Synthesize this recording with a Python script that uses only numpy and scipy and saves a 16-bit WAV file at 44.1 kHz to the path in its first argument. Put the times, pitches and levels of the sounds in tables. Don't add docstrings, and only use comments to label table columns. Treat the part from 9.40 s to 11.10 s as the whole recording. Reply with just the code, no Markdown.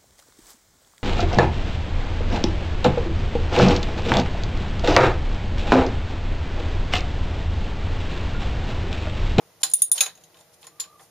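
import sys
import numpy as np
from scipy import signal
from scipy.fft import rfft, irfft, next_fast_len
from scipy.io import wavfile
from scipy.ndimage import uniform_filter1d, map_coordinates

SR = 44100
rng = np.random.default_rng(int(sys.argv[2]) if len(sys.argv) > 2 else 0)


def dump_mix(stems):
    frames = np.atleast_2d(stems).T
    limited = np.clip(frames, -1, 1)
    pcm = np.round(limited * 32767).astype(np.int16)
    wavfile.write(sys.argv[1], SR, pcm)


def voltage_ratio(decibels):
    exponent = np.asarray(decibels, float) / 20
    return 10 ** exponent


N = 74970

# pitch_hz, likeness
ROOM_ALIKE = [(60, 0.87), (240, 0.84), (950, 0.77), (3770, 0.27), (15000, 0.037)]
# pitch_hz, likeness
NEAR_ALIKE = [(300, .95), (2000, .9), (5000, 0.17), (9000, 1), (15000, 0.96)]


def unit(x):
    return x / np.sqrt(np.mean(x ** 2) + 1e-20)


def along(points, hz):
    point_hz, value = np.transpose(points)
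    return np.interp(np.log(hz + 1), np.log(point_hz + 1), value)


def filtered(x, response):
    n = x.shape[-1]
    padded = next_fast_len(n + 4096)
    spectrum = rfft(x, padded) * response(np.fft.rfftfreq(padded, 1 / SR))
    return irfft(spectrum, padded)[..., :n]


def noise(gain, size=N, alike=ROOM_ALIKE):
    def mid_side(hz):
        turn = np.arccos(np.clip(along(alike, hz), -1, 1)) / 2
        return gain(hz) * [np.cos(turn), np.sin(turn)]

    mid, side = filtered(rng.standard_normal((2, size)), mid_side)
    return unit(np.array([mid + side, mid - side]))


def wobble(rate_hz):
    knots = rng.standard_normal(int(N * rate_hz / SR) + 4)
    return map_coordinates(knots, [np.arange(N) * rate_hz / SR])


def ring(pitches, modes, t):
    split_hz, chatter_hz = 45, 55
    port_phase, level_scatter_db, life_scatter = 0.8, 1.5, 0.12
    hz, db, t60 = np.repeat([pitches, *np.transpose(modes)], 5, axis=1)[:, :, None]
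    chance = rng.standard_normal((5, len(hz), 1))
    spread = np.sqrt(hz / 9000)
    phase = 2 * np.pi * (hz + split_hz * spread * chance[0]) * t + 2 * chance[1]
    steps = rng.standard_normal((len(hz), len(t) // 64 + 1)).repeat(64, axis=1)[:, :len(t)]
    phase = phase + 2 * np.pi * np.cumsum(chatter_hz * spread * steps, axis=1) / SR
    lead = port_phase * chance[2] * hz / 9000
    waves = np.array([np.sin(phase + lead), np.sin(phase - lead)])
    return waves, db + level_scatter_db * chance[3], t60 * np.exp(life_scatter * chance[4])


def dying(waves, db, t60, t):
    return (waves * voltage_ratio(db - 60 * t / t60)).sum(1)


def contact(levels_db, seat, t, age):
    # pitch_hz, level_db
    wash = [
        [(2000, -51), (3200, -10), (6500, -2.5), (9500, 8), (12500, 1), (15000, -3)],
        [(1500, -39), (3000, -8.5), (5000, 2.5), (7000, -3), (10000, -2), (15000, -12.5)],
        [(1200, -43), (2100, -9), (2600, -8.5), (3700, 0.5), (4800, -9), (9000, -33.5)],
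        [(200, -41), (400, -6.5), (1000, -2.5), (1800, -1.5), (3000, -16), (6000, -28.5)],
    ]
    wash_db = (-23, -13, -9, -9)
    wash_t60 = (0.099, 0.11, 0.11, 0.17)
    crack_db = (-9.5, -8.5, 6, 8)
    crack_t60 = (0.02, 0.017, 0.0072, 0.035)
    rise_s = (0.00039, 0.00053, 0.00054, 0.0099)
    ring_db = -11
    hit = 0
    for i, (pitches, modes) in enumerate(seat):
        fall = voltage_ratio(wash_db[i] - 60 * age / wash_t60[i]) + voltage_ratio(crack_db[i] - 60 * age / crack_t60[i])
        dense = fall * noise(lambda hz: voltage_ratio(along(wash[i], hz)), size=len(t), alike=NEAR_ALIKE)
        clear = voltage_ratio(ring_db) * dying(*ring(pitches, modes, t), age)
        onset = 1 - np.exp(-t / rise_s[i])
        hit = hit + voltage_ratio(levels_db[i]) * onset * (clear + dense)
    return hit


def bay(x):
    # pitch_hz, t60_s
    bay_decay = [(200, 0.16), (1000, 0.071), (4000, 0.19), (10000, 0.11), (15000, 0.12)]
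    burst = noise(lambda hz: hz > 0, size=SR // 4, alike=NEAR_ALIKE)
    hz, t, z = signal.stft(burst, SR, nperseg=256)
    tail = signal.istft(z * voltage_ratio(-60 * t / along(bay_decay, hz)[:, None]), SR, nperseg=256)[1]
    return signal.fftconvolve(x, tail / np.linalg.norm(tail[0]), axes=1)[:, :x.shape[1]]


def thinned(x):
    return filtered(x, lambda hz: (1j * hz / (205 + 1j * hz)) ** 3)


def rockers():
    # start_s, stem_db, rod_db, shaft_db, block_db
    hits = [
        (0.2321, -20.5, -18, -22, -26.5),
        (.2348, -23, -10.5, -27, -39),
        (0.298, -31.5, -42, -62, -69),
        (0.3362, -4, -29, -33, -58),
        (0.4196, -2, -28.5, -34, -78),
    ]
    later_hits = [(.5163, -2.5, -24.5, -41, -70.5), (.579, -45, -22, -26, -36.5),
                  (.6067, -17.5, -9, -16, -27), (.6095, -9, -11, -22, -28),
                  (.626, -39.5, -25.5, -35, -28.5), (.635, -38, -23.5, -35.5, -41),
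                  (.659, -32, -29, -40, -33), (.663, -49, -30, -31, -39), (.752, -72, -49, -67, -70),
                  (.775, -78, -52, -59, -58.5), (.81, -77, -55, -75, -83), (.837, -75, -45.5, -57.5, -70)]
    rattles = [(0.213, -74, -76, -72, -72), (.314, -41.5, -33.5, -52, -57.5), (0.709, -64, -69, -75, -80.5),
               (.666, -57, -46, -54, -39), (.944, -80.5, -64, -51.5, -53.5), (0.97, -66, -59, -53.5, -64.5),
               (0.989, -71.5, -56, -58, -64), (1.01, -71.5, -55, -54.5, -66), (1.2292, -63, -58, -45, -54),
               (1.241, -68, -54, -46.5, -50), (1.268, -50, -38, -47.5, -45.5),
               (1.394, -69, -63, -58, -43.5), (1.399, -47, -25.5, -40, -58.5), (1.4026, -52, -22, -36, -71),
               (1.409, -49, -44, -54, -50), (1.439, -68.5, -53, -41, -58), (1.447, -62, -52, -61, -50),
               (1.595, -69, -63, -57, -48.5)]
    stem_hz = 3680, 6660, 9050, 9250, 9440, 9578, 9705, 9830, 9930, 10180, 10820, 12270, 14850, 14600
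    rod_hz = 3580, 4100, 5190, 5800, 4310, 6710, 6840, 7050, 7200, 9400, 10800, 11000, 11700, 14650
    shaft_hz = (2530, 2750, 3100, 3350, 3600, 4320)
    block_hz = (320, 480, 765, 880, 1055, 1400, 1600, 2000)
    # level_db, t60_s
    stem = [(-25.5, 0.076), (-14, 0.074), (-20.5, 0.13), (-9.5, 0.12), (-3.5, .13), (2, 0.051), (0, 0.068),
            (-14.5, 0.04), (-3.5, 0.087), (-6, .05), (0, 0.015), (-27, .06), (-18.5, .07), (-12, .07)]
    rod = [(-15, 0.07), (-7.5, 0.058), (-6, 0.039), (-18.5, 0.021), (-13, 0.06), (-14.5, 0.024),
           (-1.5, .05), (5, .055), (-1.5, 0.032), (-4, 0.027), (-7.5, 0.056), (-2, 0.036), (-20, 0.042),
           (-20, 0.09)]
    shaft = [(-6, 0.043), (-9, 0.022), (4, 0.017), (-1, 0.012), (-8, 0.024), (-6.5, 0.017)]
    block = [(-14, 0.32), (-22.5, 0.068), (-13.5, 0.3), (-4, 0.1), (7, 0.072), (-11, 0.05), (-15, 0.064),
             (-4, 0.07)]
    later_stem_hz = 3600, 5110, 6700, 7120, 9230, 9450, 9520, 9680, 9900, 10190, 10800, 11180, 14220, 14600
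    later_rod_hz = 3760, 3850, 3955, 5130, 5430, 6240, 6545, 6680, 6950, 7135, 9630, 10740, 11620, 14770
    later_block_hz = 480, 600, 770, 900, 1380, 1600, 1850, 2050
    # level_db, t60_s
    later_stem = [(-15.5, 0.047), (-30, 0.04), (-14, .06), (-13.5, 0.044), (-11.5, 0.047), (-3, 0.118),
                  (-6, 0.13), (1.5, 0.024), (-0.5, 0.025), (-2, 0.032), (-6, 0.088), (-8, 0.043),
                  (-23, .08), (-19, 0.088)]
    later_rod = [(-12.5, .06), (-9.5, 0.093), (-13.5, 0.17), (-19, .07), (-21.5, 0.053), (-10.5, 0.079),
                 (3, .045), (-0.5, 0.061), (1.5, .05), (-10.5, 0.086), (-10.5, 0.036), (-6, 0.077),
                 (-14, .07), (-8, 0.055)]
    later_shaft = [(0.5, 0.061), (-1.5, 0.0275), (3.5, 0.031), (2.5, 0.02), (-1, 0.037), (0, 0.059)]
    later_block = [(-6.5, 0.085), (4.5, 0.058), (-1.5, 0.1), (-9, .08), (3, 0.053), (0, 0.084), (-17, 0.14),
                   (-3.5, .07)]

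    first = [(stem_hz, stem), (rod_hz, rod), (shaft_hz, shaft), (block_hz, block)]
    later = [(later_stem_hz, later_stem), (later_rod_hz, later_rod),
             (shaft_hz, later_shaft), (later_block_hz, later_block)]
    bay_db = -9
    t = np.arange(SR // 5) / SR
    rattle_age = 0.99 * t
    out = np.zeros((2, N + SR))
    for rows, seat, age, pan_db in ((hits, first, t, -1.2), (later_hits, later, t, 0.45),
                                    (rattles, first, rattle_age, 0.5)):
        pan = voltage_ratio([[pan_db / 2], [-pan_db / 2]])
        for start_s, *levels_db in rows:
            hit = contact(levels_db, seat, t, age)
            out[:, round(start_s * SR):][:, :len(t)] += (hit + voltage_ratio(bay_db) * bay(hit)) * pan
    return thinned(out[:, :N])


def finger():
    # start_s, length_s, dull_db, bright_db
    rubs = [
        (0, 0.054, -57, -86),
        (0.197, 0.038, -57.5, -48),
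        (0.362, 0.069, -68, -40),
        (0.513, 0.11, -46.5, -33.5),
        (0.935, 0.12, -64, -58.5),
        (1.11, 0.07, -94, -58),
        (1.193, 0.09, -62, -53.5),
        (1.566, 0.13, -64.5, -54),
    ]
    # pitch_hz, level_db
    dull = [(200, -26), (500, -0.5), (900, 5), (2000, -11.5), (4000, -30)]
    bright = [(1000, -24), (3000, -9), (6000, -1.5), (10000, 0.5), (15000, -13)]
    grain_db = 2.5
    t, out = np.arange(N) / SR, 0
    for column, colour in ((2, dull), (3, bright)):
        swell = 0
        for row in rubs:
            progress = np.clip((t - row[0]) / row[1], 0, 1)
            swell = swell + voltage_ratio(row[column]) * np.sin(np.pi * progress) ** 2
        out = out + swell * voltage_ratio(grain_db * wobble(90)) * noise(lambda hz: voltage_ratio(along(colour, hz)))
    return out


def far_knock():
    # (level_db, t60_s)
    start_s, level_db, pitches, modes = (1.6, -61, (469, 770), [(2, 0.18), (11, 0.11)])
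    t = np.arange(SR // 5) / SR
    out = np.zeros((2, N + SR))
    onset = 1 - np.exp(-t / 0.0097)
    thump = voltage_ratio(level_db) * onset * dying(*ring(pitches, modes, t), t)
    out[:, round(start_s * SR):][:, :len(t)] += thump
    return thinned(out[:, :N])


def whistle():
    # time_s, pitch_hz, level_db
    path = [
        (1.31, 1150, -68),
        (1.37, 1200, -66),
        (1.42, 1120, -67),
        (1.445, 1130, -60),
        (1.47, 1185, -62),
        (1.5, 1200, -58),
        (1.56, 1185, -59),
        (1.62, 1240, -63),
    ]
    flutter_hz, flutter, waver_hz = 55, 0.55, 20
    t = np.arange(N) / SR
    s, hz, db = np.transpose(path)
    level = voltage_ratio(np.interp(t, [s[0] - 0.03, *s, s[-1] + 0.019], [-110, *db, -110]))
    beat = 1 + flutter * np.sin(2 * np.pi * flutter_hz * t + 2 * wobble(25))
    beat = beat * voltage_ratio(2.5 * wobble(130))
    pitch = np.interp(t, s, hz) + waver_hz * wobble(70)
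    return np.sqrt(2) * level * beat * np.sin(2 * np.pi * np.cumsum(pitch) / SR)


def hum():
    # pitch_hz, width_hz, level_db
    bands = [(89.5, 20, -78), (167.4, 22, -71.5), (333, 78, -70.5), (471.2, 14, -69.5), (637, 55, -69),
             (811, 79, -74), (2000, 63, -77.5)]
    out = 0
    for centre, width, db in bands:
        out = out + voltage_ratio(db) * noise(lambda hz: width ** 2 / ((hz - centre) ** 2 + width ** 2))
    return out


def room_air():
    # pitch_hz, level_db (per Hz)
    air = [(15, -43), (25, -20), (161, 4), (235, -21), (454, -1), (966, -5), (1310, -7), (1960, -10),
           (7000, -11), (9100, -40.5), (15400, -120)]
    return voltage_ratio(-60.5 + 1.2 * wobble(1.3)) * noise(lambda hz: voltage_ratio(along(air, hz)))


def hiss():
    # pitch_hz, level_db
    hiss_colour = [(2000, -29.5), (6000, -6.5), (10000, 3), (13000, 0), (15000, -2)]
    return voltage_ratio(-62.5 + 0.32 * wobble(5.8)) * noise(lambda hz: voltage_ratio(along(hiss_colour, hz)) * (hz > 1000))


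def scene():
    return rockers() + finger() + far_knock() + whistle() + hum() + room_air() + hiss()


def gain_control(dry):
    threshold_db, squeeze, release_s = -24, 0.37, 0.027
    ceiling = 0.87
    step = 1 / (release_s * SR)
    power = signal.lfilter([step], [1, step - 1], (dry ** 2).mean(0))
    over_db = np.clip(10 * np.log10(power + 1e-12) - threshold_db, 0, None)
    held = dry * voltage_ratio(-squeeze * over_db)
    return held / (1 + (held / ceiling) ** 4) ** 0.25


def microphone(x):
    notch_hz, notch_wide_hz, notch_db = 8050, 330, -42
    top_hz, top_db = 15050, -35

    def response(hz):
        notch = notch_db * np.exp(-((hz - notch_hz) / notch_wide_hz) ** 4)
        top = top_db * np.clip((hz - top_hz) / 500, 0, 1)
        return voltage_ratio(notch + top) * (hz < 16500)

    return filtered(x, response)


def level_dips(x):
    # start_s, end_s
    dip_s = [
        (.2245, .229),
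        (.5005, .5148),
        (.329, .334),
    ]
    dip_db = -25, -13, -8
    dip_over_hz = 1, 1800, 1200
    t = np.arange(N) / SR
    for (start, end), db, edge_hz in zip(dip_s, dip_db, dip_over_hz):
        inside = uniform_filter1d(1.0 * (t > start) * (t < end), size=60)
        x = x - (1 - voltage_ratio(db * inside)) * filtered(x, lambda hz: hz >= edge_hz)
    return x


def roll_off(x):
    return signal.sosfilt(signal.butter(12, 16480, fs=SR, output="sos"), x)


def record(dry):
    heard = level_dips(microphone(gain_control(dry)))
    return roll_off(heard)


dry = scene()
out = record(dry)
dump_mix(out)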